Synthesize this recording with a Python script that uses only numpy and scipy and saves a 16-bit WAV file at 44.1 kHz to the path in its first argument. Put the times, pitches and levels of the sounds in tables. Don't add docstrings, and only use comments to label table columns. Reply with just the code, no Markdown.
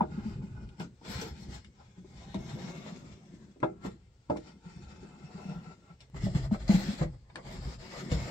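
import sys
import numpy as np
from scipy import signal
from scipy.fft import rfft, irfft
from scipy.io import wavfile
from scipy.ndimage import uniform_filter1d, map_coordinates

SR = 44100
rng = np.random.default_rng(int(sys.argv[2]) if len(sys.argv) > 2 else 0)


def put_to_file(sound):
    columns = np.atleast_2d(sound).T
    safe = np.clip(columns, -1, 1)
    whole_steps = np.round(safe * 32767)
    wavfile.write(sys.argv[1], SR, whole_steps.astype(np.int16))


N = 366030
TIME = np.arange(N) / SR
HZ = np.arange(N // 2 + 1) * SR / N + 1e-3

# f/Hz, relative spectral level/dB
KITCHEN = [(15, -37), (25, -6.5), (103, 2), (231, -18), (515, -14), (621, -24.5), (1150, -27.5),
           (7280, -32.5), (8320, -31), (9270, -85.5), (15000, -44)]
# f/Hz, likeness/1 (0 to 1)
ALIKE = [(60, 0.96), (130, 1), (290, 0.9), (640, 1), (1410, 0), (3100, 0.28), (6820, 0.15), (15000, 0)]
PLACES_S = [0, .95, 1.7, 3.55, 6.1, 9]
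# t/s, grit hiss level/dB, bottom panel level/dB, cabinet rumble level/dB
STROKES = [
    [(0.06, -70, -40, -48), (0.084, -75, -49, -56), (0.124, -63, -42, -49), (0.296, -61, -42.5, -41.5),
     (0.418, -69, -42, -45), (0.45, -63.5, -43, -53), (0.492, -69, -46.5, -43.5), (0.61, -68, -51, -47.5),
     (0.628, -69, -49.5, -44), (0.76, -77, -58.5, -54)],
    [(1.05, -58, -51.5, -62), (1.1, -49, -48, -52.5), (1.126, -44.5, -71, -56), (1.168, -49, -49, -46),
     (1.196, -47.5, -41, -56), (1.224, -45, -43.5, -49), (1.268, -52, -50.5, -56), (1.284, -50, -48, -57),
     (1.33, -67.5, -48.5, -42)],
    [(1.9, -94, -68.5, -85), (2.134, -66.5, -56.5, -55), (2.584, -55, -40, -49), (2.91, -58, -49.5, -65),
     (2.95, -62.5, -46.5, -80), (2.978, -62.5, -46.5, -58), (3.144, -68, -52.5, -51.5),
     (3.252, -73, -59, -83), (3.348, -70.5, -52, -50), (3.52, -78, -55, -70)],
    [(4.62, -78, -67, -78), (4.648, -67, -55, -55), (5.074, -68, -53, -62), (5.082, -69.5, -57, -78),
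     (5.168, -67.5, -55, -62), (5.508, -60, -48.5, -53), (5.724, -68.5, -57, -58), (5.774, -79, -58.5, -72),
     (5.9, -70, -67, -79), (5.95, -84, -65, -59)],
    [(6.6, -60, -49, -43), (6.672, -58, -47, -36), (6.682, -48, -53, -33), (6.714, -43, -44, -31),
     (6.89, -50.5, -41, -45), (6.914, -51.5, -51, -42), (6.94, -49.5, -41, -72), (6.97, -56, -51, -58),
     (6.994, -51, -64, -58), (7.0, -53, -50, -51)],
    [(7.44, -64, -51, -63), (7.47, -56, -48, -43), (7.49, -56.5, -48, -43.5), (7.528, -50.5, -49.5, -45.5),
     (7.598, -60, -41, -41), (7.638, -55, -58, -49), (7.66, -53, -42, -39), (7.684, -56.5, -47, -41),
     (7.744, -56.5, -54, -50), (7.78, -71, -58, -51)],
    [(7.8, -59, -58, -47), (7.854, -56, -51.5, -70), (7.904, -56.5, -53, -54), (7.936, -52, -56, -76),
     (7.96, -53, -56.5, -53), (8.014, -51, -45.5, -45), (8.086, -57.5, -39.5, -53),
     (8.13, -53.5, -50, -31.5), (8.254, -51, -44, -42), (8.3, -51.5, -44, -66)],
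]
BOARDS_DB = [3.5, -27, -1.5, 4, -2, -1.5, 0]
# t/s, rise/s, fall/s, then level/dB of grit, side boards, bottom panel, cabinet rumble
SCUFFS = [(0.018, 0.0318, .04, -61.5, -44, -33.5, -48), (0.809, .03, 0.059, -51.5, -54, -37.5, -47),
          (1.429, 0.23, 0.056, -57, -76, -49.5, -47.5), (1.49, .04, 0.066, -66, -82, -45.5, -43),
          (1.548, 0.099, 0.071, -52, -71, -52, -61), (1.659, 0.028, 0.095, -72.5, -83, -56.5, -56),
          (1.8, 0.11, 0.56, -70.5, -71.5, -65.5, -69), (3.631, 0.018, 0.1, -62, -44.5, -42.5, -50),
          (3.86, 0.052, 0.078, -52, -46, -39, -46), (4.305, .015, 0.065, -61.5, -46, -34.5, -44),
          (4.368, 0.01, 0.029, -55, -64, -47, -47.5), (4.48, 0.12, .14, -64, -63, -50.5, -65),
          (4.2, .06, 0.023, -96, -89, -68.5, -56.5), (6.01, .02, 0.052, -62, -73, -67, -59),
          (6.165, 0.024, 0.047, -54, -50, -42, -39), (6.244, 0.057, 0.086, -49.5, -49, -40.5, -33),
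          (6.358, 0.037, 0.084, -48, -47, -35.5, -27), (6.45, .1, 0.049, -53, -52.5, -42, -40.5),
          (6.539, 0.039, 0.041, -47.5, -51.5, -39, -36.5),
          (7.029, 0.059, 0.064, -52.5, -45.5, -35.5, -32.5), (7.14, 0.067, .06, -72.5, -67, -55.5, -47.5),
          (7.3, 0.047, 0.045, -73, -58, -60, -67), (7.37, 0.042, .1, -63.5, -53, -52, -68),
          (8.12, 0.021, 0.062, -46, -51, -39.5, -30)]
SET_OFF = [1.08, 1.02, 1, .8]
RING_ON = [0.96, 1, 1.63, 2.73]
REST_DB = [-80, -92, -73.5, -64]
# f/Hz, width/Hz, relative level/dB
NEAR_EDGE = [(850, 110, -1.5), (1140, 13, -15), (1446, 78, 3.5), (1680, 34, -10.5), (2110, 32, 3),
             (2460, 76, -4), (2860, 240, -9), (4290, 79, -23), (5230, 160, -8), (6190, 96, -25),
             (7660, 66, -37.5)]
# f/Hz, width/Hz, relative level/dB
RUNNERS = [(1940, 65, -3.5), (2012, 21, 0), (2158, 66, 2), (3290, 120, -2.5), (3640, 110, -2.5),
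           (3880, 43, -5), (4200, 87, -2.5), (5120, 520, -1.5), (6850, 48, -19), (7590, 330, -5)]
# f/Hz, width/Hz, relative level/dB
NEAR_AGAIN = [(850, 250, -4.5), (1390, 60, -6), (1590, 33, -8), (2169, 38, 1), (2730, 180, -11),
              (3420, 75, -7), (4000, 57, -23), (5430, 160, -9.5), (6280, 170, -11), (7600, 65, -39),
              (7660, 68, -23), (8080, 100, -14)]
# f/Hz, width/Hz, relative level/dB
FAR_EDGE = [(810, 210, -5), (1345, 39, 5), (2107, 34, 6), (2320, 24, -1.5), (2610, 120, 0),
            (3550, 74, -1.5), (3730, 33, -33), (4210, 110, -21.5), (5490, 160, -3.5), (6130, 56, -26.5),
            (6460, 34, -50.5), (8350, 160, -14)]
# f/Hz, width/Hz, relative level/dB
BODY = [(475, 240, -7.5), (950, 760, -12)]
# f/Hz, relative spectral level/dB
GRIT = [(530, -4.5), (900, -1), (1100, -10), (1230, -5), (1650, -8), (1800, -6.5), (2820, -10.5),
        (4740, -11), (6350, -17), (7360, -12.5), (9300, -35.5), (12100, -71.5), (20500, -120)]
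# f/Hz, relative spectral level/dB
SIZZLE = [(5470, -38.5), (9300, -43.5), (9950, 5.5), (12300, 14.5), (14300, 9), (15700, 8)]
# f/Hz, relative spectral level/dB
SHAKE = [(12, -53.5), (20, -12), (45, -4), (64, 2), (97, -5.5), (130, 1.5), (170, -29), (290, -120)]
# f/Hz, relative spectral level/dB
RUMBLE = [(12, -34.5), (20, -12.5), (48, 5), (64, -0.5), (91, -7.5), (130, 1.5), (170, -14), (290, -120)]
# f/Hz, relative spectral level/dB
PANEL = [(53, -33), (90, -26.5), (140, -2), (204, 0.5), (226, -6.5), (306, -13.5), (333, -12.5), (376, -9),
         (420, -20.5), (550, -29), (920, -120)]
# t/s, nominal peak level/dB, spot f/Hz, hardness/(dB per octave), factor on ring time/1
KNOCKS = [(0.007, -20.5, 853, 3.5, 0.92), (0.799, -37.5, 495, 10.5, 0.77), (1.013, -49, 900, -1.5, 0.91),
          (1.217, -35.5, 473, -3, 0.83), (1.973, -51, 454, -14, 1), (2.044, -44, 380, -4.5, 0.44),
          (2.343, -28, 354, 1.5, 0.99), (2.861, -41, 775, 2, 1), (3.56, -48, 393, -4.5, 0.8),
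          (3.601, -46.5, 450, -5, 0.8), (3.629, -17, 404, 5, 0.89), (3.848, -28, 460, -2, 0.8),
          (4.298, -19.5, 590, 0, 0.98), (4.359, -30.5, 393, -0.5, 0.59), (5.026, -42, 396, -4, 0.83),
          (6.144, -46, 1330, 9, 1), (6.267, -34.5, 620, -2, 0.5), (6.349, -39.5, 382, 10.5, 0.38),
          (6.511, -38.5, 620, 2, 0.94), (6.544, -35, 616, 8, 0.74), (6.691, -29, 710, -0.5, 1),
          (7.012, -28.5, 610, 1.5, 0.85), (7.298, -53, 956, 16, 0.78), (7.356, -42, 960, 7, 0.8),
          (8.116, -27, 482, -3, 0.34)]
# f/Hz, relative level/dB, t60/s
BOARD_MODES = [(265, 5, 0.093), (333.6, 2.5, 0.27), (387.8, -1, 0.24), (475.3, -2.5, 0.25),
               (545, -1.5, 0.057), (618.3, -4, 0.21), (693, -7.5, 0.068), (771, -3.5, 0.16),
               (849, 4.5, 0.025), (954.5, 2, 0.055), (1020, -10, 0.035), (1165, -9.5, 0.027),
               (1270, -7, 0.086), (1594, -15, 0.071), (1560, -21, .09), (1860, -46.5, 0.027),
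               (2100, -22.5, .08), (2050, -22.5, 0.041), (2316, -19.5, 0.064), (2590, -25.5, .07),
               (2850, -26, 0.049), (3080, -43, .06), (3520, -22, 0.057)]
# t/s, peak level/dB, f/Hz, t60 once damped/s
BOOMS = [(.009, -20.5, 206, 0.054), (.174, -33, 212.5, 0.093), (.253, -27.5, 215.6, .13),
         (.434, -30, 193, .045), (.797, -33, 171, 0.16), (1.091, -37, 205, 0.12), (1.183, -35, 177, .09),
         (1.308, -40.5, 72.6, 0.11), (1.976, -43.5, 182, 0.22), (2.344, -30, 191, 0.18),
         (2.534, -33.5, 146.4, .058), (3.628, -30.5, 140, .059), (3.859, -33.5, 186, 0.13),
         (4.298, -34, 144, 0.072), (4.653, -40.5, 172, 0.13), (4.758, -40, 163, .08),
         (5.235, -37.5, 158, .078), (5.346, -39.5, 185, 0.14), (5.452, -35.5, 189, 0.058),
         (5.483, -31.5, 173, 0.14), (5.509, -31.5, 179, 0.07), (5.556, -33.5, 173, 0.12),
         (5.666, -40, 167, 0.12), (5.901, -45, 167, .08), (6.134, -39.5, 144, 0.065),
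         (6.233, -24.5, 172.4, 0.21), (6.254, -20.5, 185.3, .063), (6.348, -19.5, 157.5, .025),
         (6.514, -18.5, 209, 0.072), (6.692, -12, 200.4, .079), (6.741, -14, 181, 0.06),
         (6.769, -25, 195.4, 0.16), (6.881, -23, 204, 0.11), (7.008, -21, 153, 0.055),
         (7.049, -30, 159, 0.14), (7.655, -32, 61.3, .13), (8.114, -25, 170.7, 0.046),
         (8.132, -25, 59.4, .11), (8.134, -27, 163, .07)]
# t/s, peak level/dB, colour f/Hz
TICKS = [(0.69, -49.5, 3000), (0.7978, -38.5, 4170), (1.2144, -31.5, 5030), (1.646, -46.5, 2450),
         (4.2995, -43, 2560), (2.3442, -39, 1880), (3.602, -50.5, 2040), (4.3717, -42.5, 1810),
         (6.0052, -45, 3770), (6.144, -50.5, 1840), (6.352, -44, 2190), (6.515, -52, 1810),
         (6.6798, -36, 4840), (6.7377, -35.5, 1990), (7.3571, -34, 1920), (8.1164, -31, 1890)]
# f/Hz, level difference/dB
BALANCE_DB = [(60, 1), (110, -0.5), (200, 1.5), (380, 1.5), (700, 1.5), (1290, 2.5), (2380, 4), (4400, 5),
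              (8120, 4.5), (15000, -0.5)]

KITCHEN_DB = -65
LIFT_DB_PER_S = 498.5
SCUFF_RANGE_DB = 20
RUMBLE_WANDER_DB = 2.5
PUSH_S, HOLD_CYCLES = .0062, 1.6
PANEL_LAG_S = .0002
CONTACT_S = .0012
BOX_T60_S, BOX_DB = 0.085, 2
RIGHT_LAG = 9
BOTTOM_HZ, TOP_HZ = 32.8, 15740


def undb(db):
    return 10 ** (np.asarray(db) / 20)


def unit(x):
    return x / np.sqrt(np.mean(x ** 2))


def on_hz(table):
    hz, value = np.transpose(table)
    return np.interp(np.log(HZ), np.log(hz), value)


def add(track, s, sound):
    i = max(int(s * SR), 0)
    track[..., i:i + sound.shape[-1]] += sound[..., :N - i]


def walk(rate):
    k = int(SR / rate)
    held = np.repeat(rng.standard_normal(N // k + 1), k)
    return uniform_filter1d(held, k)[:N]


def resonances(modes):
    power = 0
    for hz, width, db in modes:
        power = power + undb(2 * db) / (1 + (2 * (HZ - hz) / width) ** 2) ** 1.28
    return np.sqrt(power)


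def by_place(sounds):
    return np.choose(np.searchsorted(PLACES_S, TIME, "right") - 1, sounds)


def friction(colour, scatter_db, rate, slip_db):
    size = np.minimum(rng.exponential(size=N), 4)
    level_db = scatter_db * size + slip_db * walk(rate)
    mid, side = rfft(rng.standard_normal((2, N)) * undb(level_db))
    alike = np.clip(on_hz(ALIKE), 0, 1)
    mid = mid * np.sqrt(1 + alike)
    side = side * np.sqrt(1 - alike)
    return unit(irfft(np.array([mid + side, mid - side]) * colour, N))


def kitchen():
    return undb(KITCHEN_DB) * friction(undb(on_hz(KITCHEN)), scatter_db=0, rate=4, slip_db=2)


def pressure():
    power = undb(REST_DB)[:, None] ** 2 * np.ones(N)
    for curve, boards_db in zip(STROKES, BOARDS_DB):
        s, *db = np.transpose(curve)
        outside = np.abs(TIME - np.clip(TIME, s[0], s[-1]))
        lifted = LIFT_DB_PER_S * outside
        grit_db, panel_db, rumble_db = (np.interp(TIME, s, d) - lifted for d in db)
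        power = power + undb([grit_db, grit_db + boards_db, panel_db, rumble_db]) ** 2
    t = np.arange(-SR // 3, SR // 2) / SR
    for s, rise, fall, *db in SCUFFS:
        before = -t / max(rise, .005) / np.array(SET_OFF)[:, None]
        after = t / max(fall, .005) / np.array(RING_ON)[:, None]
        down = np.where(t < 0, before, after)
        puff = undb(np.array(db)[:, None] - SCUFF_RANGE_DB * down) ** 2
        start = s + t[0]
        add(power, start, puff[:, max(int(-start * SR), 0):])
    return np.sqrt(power)


def stroke(grit, boards):
    upper = 1 / np.sqrt(1 + (1800 / HZ) ** 6)
    low, high = [], []
    for modes in (NEAR_EDGE, RUNNERS, NEAR_AGAIN, FAR_EDGE, RUNNERS):
        low_colour = resonances(modes + BODY) * (1 - upper)
        low.append(friction(low_colour, scatter_db=4, rate=34.0, slip_db=4.0))
        high.append(friction(resonances(modes) * upper, scatter_db=4, rate=28.0, slip_db=3.5))
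    hiss = friction(undb(on_hz(GRIT)), scatter_db=3.5, rate=43.0, slip_db=2.85)
    sizzle = friction(undb(on_hz(SIZZLE)), scatter_db=2.5, rate=77.0, slip_db=2.5)
    rubbed = grit * (hiss + undb(-8.0) * by_place(high))
    return rubbed + boards * by_place(low) + undb(4) * grit ** 1.535 * sizzle


def patches(x, patch_db, per_s, per_octave):
    hz, s, z = signal.stft(x, SR, nperseg=1024)
    band = per_octave * np.log2(1 + hz / 200)
    rows, columns = np.meshgrid(band, per_s * s, indexing="ij")
    field = map_coordinates(rng.standard_normal((80, 400)), [rows, columns], order=1, mode="wrap")
    return signal.istft(z * undb(patch_db * field), SR)[1][:, :N]


def load(panel, rumble):
    shake, slide = (friction(undb(on_hz(c)), scatter_db=0, rate=15, slip_db=2.5) for c in (SHAKE, RUMBLE))
    judder = friction(undb(on_hz(PANEL)), scatter_db=0, rate=25, slip_db=2.5)
    wander = undb(RUMBLE_WANDER_DB * walk(11.0))
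    return panel * judder + rumble * wander * by_place([shake] * 4 + [slide])


def knocks():
    out, t = np.zeros(N), np.arange(SR // 3) / SR
    hz, mode_db, t60 = np.repeat(np.transpose(BOARD_MODES), repeats=3, axis=1)[:, :, None]
    chance = rng.standard_normal((len(KNOCKS), 2, len(hz), 1))
    rough = rng.standard_normal((len(KNOCKS), SR // 20))
    soften = signal.butter(2, 4500, fs=SR, output="sos")
    for (s, db, spot_hz, hard_db, share), (spot, detune), grain in zip(KNOCKS, chance, rough):
        scatter = undb(2 * spot) * np.sign(spot)
        near_db = 10.0 / (1 + (np.log2(hz / spot_hz) / 0.12) ** 2)
        gain = scatter * undb(mode_db + hard_db * np.log2(hz / 600) + near_db)
        pitch = hz * (1 + .04 * detune)
        decay = np.exp(-np.log(1000) * t / (t60 * share))
        ring = (gain * decay * np.sin(2 * np.pi * pitch * t)).sum(0)
        ring = ring * (1 - np.exp(-t / CONTACT_S))
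        ring = ring * (1 + 0.63 * np.exp(-t / 0.0023))
        early = t[:len(grain)]
        force = np.exp(-early / 1e-4) + 0.041 * grain * np.exp(-early / .003)
        ring = signal.sosfilt(soften, signal.fftconvolve(ring, force))
        nominal_peak = np.sqrt(8 * np.mean(ring[:SR // 50] ** 2))
        add(out, s, undb(db) * ring / nominal_peak)
    return out


def booms():
    out, t = np.zeros((2, N)), np.arange(SR // 4) / SR
    late = np.maximum(t - np.array([[0], [PANEL_LAG_S]]), 0)
    for s, db, hz, t60 in BOOMS:
        damped = np.maximum(late - PUSH_S - HOLD_CYCLES / hz, 0)
        swing = np.minimum(late / PUSH_S, 1) * np.exp(-np.log(1000) * damped / max(t60, .02))
        add(out, s, undb(db) * swing * np.sin(2 * np.pi * hz * late))
    return out


def ticks():
    out, t = np.zeros(N), np.arange(SR // 30) / SR
    lowpass = signal.butter(6, 8500, fs=SR, output="sos")
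    for (s, db, hz), noise in zip(TICKS, rng.standard_normal((len(TICKS), len(t)))):
        b, a = signal.iirpeak(hz, 2.5, fs=SR)
        crack = (signal.lfilter(b, a, noise) + 0.055 * noise) * np.exp(-t / 0.0015)
        crack = signal.sosfilt(lowpass, crack)
        add(out, s, undb(db) * crack / np.abs(crack).max())
    return out


def box(x):
    out, t, hop = x.copy(), np.arange(SR // 3) / SR, SR // 2
    highpass = signal.butter(1, 350, "high", fs=SR)
    for i in range(-hop, N, hop):
        tail = rng.standard_normal((2, len(t))) * np.exp(-np.log(1000) * t / BOX_T60_S)
        tail = tail / np.sqrt((tail ** 2).sum(1, keepdims=True))
        tail = signal.lfilter(*highpass, tail)
        start = max(i, 0)
        part = x[:, start:i + 2 * hop]
        fade = np.sqrt(np.hanning(2 * hop))[max(-i, 0):][:part.shape[1]]
        reflected = signal.fftconvolve(part * fade, tail, axes=1)
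        add(out, start / SR + 1e-6, undb(BOX_DB) * reflected)
    return out


def scene():
    grit, boards, panel, rumble = pressure()
    rub = patches(stroke(grit, boards), patch_db=2.5, per_s=14., per_octave=6.)
    near = box(rub + knocks() + ticks()) + load(panel, rumble) + booms()
    near[1] = np.concatenate([np.zeros(RIGHT_LAG), near[1]])[:N]
    return near + kitchen()


def record(dry):
    lean = on_hz([(max(hz, 1), db) for hz, db in BALANCE_DB]) / 2
    bass_cut = np.sqrt(1 + (BOTTOM_HZ / HZ) ** 4)
    ports = irfft(rfft(dry) * undb([lean, -lean]) / bass_cut, N)
    return signal.sosfilt(signal.ellip(14, .2, 80, TOP_HZ, fs=SR, output="sos"), ports)


dry = scene()
out = record(dry)
put_to_file(out)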